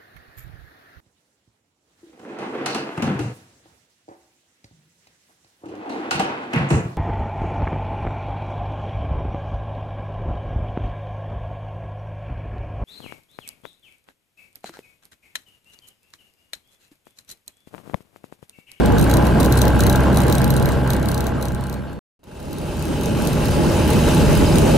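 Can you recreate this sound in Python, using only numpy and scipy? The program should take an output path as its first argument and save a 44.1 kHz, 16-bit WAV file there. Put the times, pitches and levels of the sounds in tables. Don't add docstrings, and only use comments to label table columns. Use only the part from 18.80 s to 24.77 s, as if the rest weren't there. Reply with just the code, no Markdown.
import sys
import numpy as np
from scipy import signal
from scipy.fft import rfft, irfft, next_fast_len
from scipy.io import wavfile
from scipy.ndimage import uniform_filter1d, map_coordinates

SR = 44100
rng = np.random.default_rng(int(sys.argv[2]) if len(sys.argv) > 2 else 0)


def generate_wav(sig):
    pcm = np.round(np.clip(np.atleast_2d(sig).T, -1, 1) * 32767).astype(np.int16)
    wavfile.write(sys.argv[1], SR, pcm)


def invert_db(x):
    u = np.asarray(x, float) / 20
    return 10 ** u


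N = 263276
GROUND, AIR = 0, 1
CUT_S = 3.1918

# (time [s], firing rate [Hz])
RUN_UP_SPEED = [(0.0, 61.32), (0.29, 61.06), (0.58, 62.93), (1.16, 65.35), (1.45, 65.89), (1.74, 65.88),
                (2.03, 65.3), (2.32, 65.21), (2.9, 66.0), (3.19, 66.1)]
# (time [s], firing rate [Hz])
FLIGHT_SPEED = [(3.45, 75.12), (4.17, 75.8), (4.53, 75.69), (4.88, 76.4), (5.24, 76.07), (5.6, 76.83),
                (5.96, 75.57)]


def unit(x):
    return x / np.sqrt(np.mean(x ** 2) + 1e-20)


def along(points, hz):
    f, v = np.transpose(points)
    return np.interp(np.log(hz + 1), np.log(f + 1), v)


def curves(rows, t_s):
    s, *cols = np.transpose(rows)
    return [np.interp(t_s, s, c) for c in cols]


def wobble(rate_hz):
    knots = rng.standard_normal(int(N * rate_hz / SR) + 4)
    return map_coordinates(knots, [np.arange(N) * rate_hz / SR])


def patches(shape, bins, frames):
    field = uniform_filter1d(rng.standard_normal(shape), bins, axis=0)
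    return unit(uniform_filter1d(field, frames, axis=1))


def filtered(x, response):
    m = next_fast_len(N + SR // 4)
    return irfft(rfft(x, m) * response(np.fft.rfftfreq(m, 1 / SR)), m)[..., :N]


def modes(f, table):
    total = 0
    for k, (centre, width, db) in enumerate(table):
        damping = 1j * f * width
        total = total + (-1) ** k * invert_db(db) * damping / (centre * centre - f * f + damping)
    return total


def engine(view, t):
    # (multiple of firing rate [1], level [dB]); panels lift the high ones
    weak_orders = [
        [(.5, -25), (1.5, -17), (3, -19), (4, -25), (5, -21), (9, -23), (10, -27), (11.75, -28), (12.5, -27),
         (13, -28), (16, -33), (21, -35)],
        [(.5, -26), (.75, -15), (1.75, -24), (2.25, -22), (4.4, -21), (7.5, -26), (10.75, -27), (11, -24),
         (11.25, -25), (12, -32), (13, -32)],
    ]
    # (time [s], level [dB])
    second_swell = [
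        [(0, -11.5), (1.9, -8.5)],
        [(4.4, -12), (5.6, -7)],
    ]
    # (knock level [dB], every second knock [dB], delay [firings])
    knocks = [
        (-19.5, -3.5, .3),
        (-25, 0, .3),
    ]
    # (centre [Hz], width [Hz], level [dB])
    airframe_modes = [(940, 200, -8), (1348, 54, 1.5), (1532, 120, 3.5), (1628, 86, 3.5)]
    first_db = (-6.5, -12.5)[view]
    start_turns = (.164, 1.556)[view]

    speed = (RUN_UP_SPEED, FLIGHT_SPEED)[view]
    rate_hz = curves(speed, t)[0]
    second_db = curves(second_swell[view], t)[0]
    turns = np.cumsum(rate_hz) / SR
    turns += start_turns - turns[round(speed[0][0] * SR)]

    def tone(order, db, lead_rad):
        level = np.sqrt(2) * invert_db(db + 0.89 * wobble(7.4))
        return level * np.cos(2 * np.pi * order * turns + lead_rad + 0.11 * np.sqrt(order) * wobble(10))

    drone = tone(1, first_db + .1, 0) + tone(2, second_db - .7 + 1.6 * wobble(14), 0.8)
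    drone += sum(tone(order, db, rng.uniform(0, 2 * np.pi)) for order, db in weak_orders[view])

    knock_db, second_knock_db, delay = knocks[view]
    firing = np.floor(turns - delay).astype(int)
    scatter_db = rng.normal(0, 0.4, N // 300)[firing % (N // 300)]
    size = invert_db(scatter_db + second_knock_db * (firing % 2))
    since_firing_s = ((turns - delay) % 1) / rate_hz
    blow = size * invert_db(-60 * since_firing_s / 0.008)
    snap = 8 * size * np.diff(firing, prepend=firing[0])
    rough = rng.standard_normal(N) + 0.15 * rng.standard_normal((2, N))
    knock = filtered(snap + blow * rough, lambda f: modes(f, airframe_modes))
    return drone + invert_db(knock_db) * unit(knock)


def rush(response, patchy_db):
    z = signal.stft(rng.standard_normal((2, N + 512)), nperseg=512)[2]
    z *= invert_db(patchy_db * patches(z.shape[1:], 8, 5))
    return unit(filtered(signal.istft(z, nperseg=512)[1][:, :N], response))


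def spread(pair):
    # (frequency [Hz], left-right correlation [1])
    alike = [(30, 0.93), (60, 0.66), (130, 0.51), (290, 0.66), (640, 0.44), (1410, 0.51), (3100, 0.58),
             (6820, 0.49), (15000, 0.61)]
    # (frequency [Hz], share of the difference that is the same sound drifting across [1])
    eddies = [(30, 0.79), (125, 0.8), (300, 0.96), (700, .6), (2000, .4), (6000, .2)]
    hz, _, (first, second) = signal.stft(pair, SR, nperseg=1024)
    turn_rad = np.arccos(np.clip(along(alike, hz), -1, 1))[:, None] / 2
    share = np.clip(along(eddies, hz), 0, 1)[:, None]
    drift = 1j * patches(first.shape, bins=9, frames=60)
    mid = np.cos(turn_rad) * first
    side = np.sin(turn_rad) * (share * drift * first + np.sqrt(1 - share ** 2) * second)
    return signal.istft(np.array([mid + side, mid - side]), SR, nperseg=1024)[1][:, :N]


def wash(view):
    # (frequency [Hz], density [dB per Hz])
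    wash_colour = [
        [(12, -43.5), (22, -9), (60, -9.5), (110, -0.5), (200, -2), (400, -10.5), (600, -13), (740, -20.5),
         (1000, -17), (1200, -23.5), (1810, -29), (2900, -36), (4500, -40.5), (16000, -67)],
        [(12, -43), (22, -15.5), (65, -9), (120, -7), (216, -7), (400, -13), (590, -17.5), (760, -25),
         (1060, -26.5), (1760, -33.5), (2300, -34.5), (3340, -39.5), (9950, -43), (16000, -55.5)],
    ]
    # (frequency [Hz], density [dB per Hz])
    draught_colour = [
        [(3000, -3.5), (5000, -13.5), (7100, -2.5), (11800, -3.5), (16000, -17)],
        [(3000, -2), (5000, 4.5), (7500, -14.5), (10000, -11), (16000, -24)],
    ]
    # (centre [Hz], width [Hz], level [dB])
    FLIGHT_RING = [(6400, 700, -32.5), (8200, 500, -36), (9900, 1000, -33), (12100, 500, -37)]
    # (centre [Hz], width [Hz], level [dB])
    panel_modes = [
        [(473, 26, -22), (587, 58, -24), (689, 27, -24), (840, 9.9, -45.5), (840.6, 28, -20), (1113, 25, -34.5),
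         (2860, 700, -31.5)],
        [(332.5, 23.0, -20.5), (607, 51, -19.5), (839, 44, -25.5), (917, 83, -26.5), (2670, 410, -24.5),
         (3050, 210, -28), (3880, 550, -30.5)] + FLIGHT_RING,
    ]
    draught_db = (-30, -25)[view]

    def singing(f):
        power = 0
        for centre, width, db in panel_modes[view]:
            power = power + invert_db(2 * db) / width * np.abs(modes(f, [(centre, width, 0)])) ** 4
        return np.sqrt(power)

    roar = rush(lambda hz: invert_db(along(wash_colour[view], hz)), patchy_db=1.5)
    roar = roar * invert_db(-1.0 + 0.25 * wobble(1.6) + 1.1 * wobble(25))
    panels = invert_db(-14.0 + 0.4 * wobble(12)) * rush(singing, patchy_db=1.0)
    flutter = invert_db(draught_db + 0.6 * wobble(35))
    draught = flutter * rush(lambda hz: invert_db(along(draught_colour[view], hz)), patchy_db=3.5)
    return spread(roar + panels + draught)


def whine(t):
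    # (frequency [Hz], level [dB])
    generator_tones = [(3621, -36), (4363, -30.5)]
    # (start [s], end [s], level [dB])
    louder_spells = [
        (2.79, 2.9, -1),
        (2.955, 3.015, 3),
        (3.07, 3.2, 1.5),
    ]
    idle_db = -15.5
    whine_db = idle_db + sum((db - idle_db) * ((t > start) & (t < end)) for start, end, db in louder_spells)
    whine_db = uniform_filter1d(whine_db, size=800)
    total = 0
    for hz, db in generator_tones:
        level = invert_db(db + whine_db + .6 * wobble(12))
        total = total + level * np.sin(2 * np.pi * hz * t + .25 * wobble(10))
    return total


def contacts():
    # (first [s], last [s], first level [dB], last level [dB])
    ground_bouts = [(.183, .2409, -13.5, -18), (.3122, .3381, -15, -11), (2.0747, 2.1031, -20.5, -13),
                    (.4239, .4529, -25, -25), (.6, .6594, -17.5, -13), (.7547, .7894, -24, -40),
                    (.9572, .9916, -23, -18), (1.0051, 1.1578, -9.5, -12), (1.2052, 1.2351, -22, -23),
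                    (1.3284, 1.3594, -22, -21), (1.3718, 1.4346, -8, -20), (1.4666, 1.498, -21, -15),
                    (1.4814, 1.5124, -18, -24.5), (1.5249, 1.5514, -10.5, -13), (1.7973, 1.8253, -21, -16),
                    (1.8567, 1.9195, -14, -21.5), (2.1331, 2.1964, -16.5, -24), (2.2278, 2.3156, -18, -17),
                    (2.3441, 2.3775, -14.5, -15.5), (2.6254, 2.6539, -17, -20), (2.8085, 2.8679, -29, -28),
                    (2.8968, 2.9272, -20.5, -24.5)]
    # (first [s], last [s], first level [dB], last level [dB])
    flight_bouts = [(3.6004, 3.708, -36, -37), (3.784, 3.815, -26, -32), (3.9691, 3.994, -24, -23),
                    (4.024, 4.082, -22, -26), (4.2105, 4.258, -23, -18.5), (4.656, 4.71, -15, -23),
                    (5.078, 5.103, -18, -12), (5.1329, 5.1614, -17.5, -26), (5.347, 5.38, -13, -21),
                    (5.529, 5.574, -19, -16), (5.7565, 5.7835, -13, -10)]
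    # (first [s], last [s], first level [dB], last level [dB])
    limping_bouts = [(.8165, .8799, -8, -14), (1.5818, 1.7649, -12, -13), (2.4059, 2.4673, -16, -17.5),
                     (2.6833, 2.7472, -22.5, -22.5), (4.4211, 4.4719, -18, -14)]
    # (time [s], peak level [dB])
    strays = [(.0583, -16), (.1216, -24), (.3696, -9), (.4683, -15.5), (.6449, -13.5), (.7233, -9.5),
              (.2743, -27.5), (.9033, -26.5), (1.0214, -27), (1.0744, -22), (1.3443, -20), (1.4164, -18),
              (1.5964, -26), (2.612, -26), (2.9407, -25), (3.1308, -35), (3.4388, -43), (3.7296, -24),
              (4.5303, -19), (5.2871, -18), (5.8139, -26)]
    limp_db, limp_s = -6.5, 0.0043
    rows = list(strays)
    for bouts, limps in ((ground_bouts + flight_bouts, 0), (limping_bouts, 1)):
        for first, last, first_db, last_db in bouts:
            turns = round((last - first) * curves(RUN_UP_SPEED + FLIGHT_SPEED, first)[0] / 2)
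            for k in range(turns + 1):
                late = limps * (k % 2)
                time_s = first + (last - first) * k / turns + late * limp_s
                rows.append((time_s, first_db + (last_db - first_db) * k / turns + late * limp_db))
    return rows


def rattle():
    # (centre [Hz], width [Hz], level [dB])
    bracket_modes = [(4004, 270, 0), (6080, 210, 1), (8200, 86, 4), (8570, 130, -1.5), (9500, 530, 6.5),
                     (11530, 120, 0), (12730, 130, -9), (12200, 440, 0)]
    # (time [s], peak level [dB])
    scrapes = [(.195, -19), (.2265, -21), (.298, -20), (0.605, -14), (.649, -18), (0.7747, -14),
               (0.789, -15), (1.385, -25), (1.775, -21), (1.93, -31.5)]
    strike_s, scrape_s = (0.00061, 0.0021), (.0035, 0.0051)
    size, lead_s = 4096, .008
    top_s = lead_s + 0.00085
    apart = .72
    shiver_t60_s = 0.1
    low_hz, low_width_hz, _ = bracket_modes[0]
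    out, t = np.zeros((2, N + size)), np.arange(size) / SR
    f = np.fft.rfftfreq(size, 1 / SR)

    def swell(u, rise, fall):
        return np.exp(-(u / np.where(u < 0, rise, fall)) ** 2)

    events = [(*row, strike_s) for row in contacts()] + [(*row, scrape_s) for row in scrapes]
    for s, db, (rise, fall) in events:
        peak_db = db + rng.normal(0, 0.5)
        pan_db = rng.normal(1.5, 1.5)
        gaps_s, bounce_db = rng.uniform(.004, .01, 3), rng.normal(-21, 4, 3)

        chatter = swell(t - top_s, rise, fall)
        hardness = 3 * rng.random() ** 2 * (rise < .001)
        chatter += hardness * swell(t - top_s, .0001, .0001)
        for delay_s, b in zip(np.cumsum(gaps_s), bounce_db):
            chatter += invert_db(b) * swell(t - top_s - delay_s, 0.00064, 0.00058)
        shiver = 0.22 * invert_db(-60 * (t - top_s) / shiver_t60_s)
        lead_in = 0.28 * np.exp((t - top_s) / 0.0045)
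        chatter += np.where(t > top_s, shiver, lead_in)

        shared, own = rng.standard_normal(size), rng.standard_normal((2, size))
        high = [(hz, 2.0 * width, level + rng.normal(0, 2.8)) for hz, width, level in bracket_modes[1:]]
        bright = modes(f, high) + invert_db(-3.5) * (f > 4500)
        ring = unit(irfft(rfft(chatter * (shared + apart * own)) * bright))
        low_mode = modes(f, [(low_hz * rng.normal(1, 0.014), 1.1 * low_width_hz, 0)])
        low = unit(irfft(rfft(chatter * own) * low_mode))
        hit = ring + invert_db(-4 - 2 * (s > CUT_S)) * low

        level = invert_db(peak_db - 1.84 + np.array([[pan_db], [-pan_db]]) / 2)
        start = round((s - lead_s) * SR)
        out[:, start:][:, :size] += level * hit / np.abs(hit.mean(axis=0)).max()
    return out[:, :N]


def squeezed(x):
    level = np.sqrt(np.abs(uniform_filter1d(np.mean(x ** 2, axis=0), size=3000))) + 0.018
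    x = x * level ** -.4
    return x / (1 + np.abs(x / 1.89) ** 4) ** (1 / 4)


def scene():
    ground_db, flight_db = -12.5, -12
    fade_out_s, fade_out_length_s = 1.3, 2.12
    fade_in_s, fade_in_length_s, frame_s = 3.385, 1.974, .04
    t = np.arange(N) / SR
    fall = np.clip(1 - (t - fade_out_s) / fade_out_length_s, 0, 1)
    fall = invert_db(ground_db) * fall * (t < CUT_S)
    stepped_s = CUT_S + np.floor((t - CUT_S) / frame_s) * frame_s
    rise = np.clip((stepped_s - fade_in_s) / fade_in_length_s, 0, 1)
    rise = invert_db(flight_db) * uniform_filter1d(rise, size=60)
    ground = squeezed(engine(GROUND, t) + wash(GROUND) + whine(t))
    flight = squeezed(engine(AIR, t) + wash(AIR))
    return fall * ground + rise * flight + (fall + rise > 0) * rattle()


def low_pass(x):
    return signal.sosfilt(signal.butter(12, 16520, fs=SR, output="sos"), x)


def record(dry):
    # (frequency [Hz], left over right [dB])
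    lean = [(40, -0.5), (150, -0.5), (400, -1.1), (800, 0), (2500, 0.3), (5000, -0.5), (9000, 0),
            (14000, -2)]
    top_hz, edge_hz = 15900, 180

    def ports(hz):
        balance = invert_db(along(lean, hz) * np.array([[.5], [-.5]]))
        return balance * np.clip((top_hz - hz) / edge_hz, 0, 1) ** 2

    return low_pass(filtered(dry, ports))


dry = scene()
out = record(dry)
generate_wav(out)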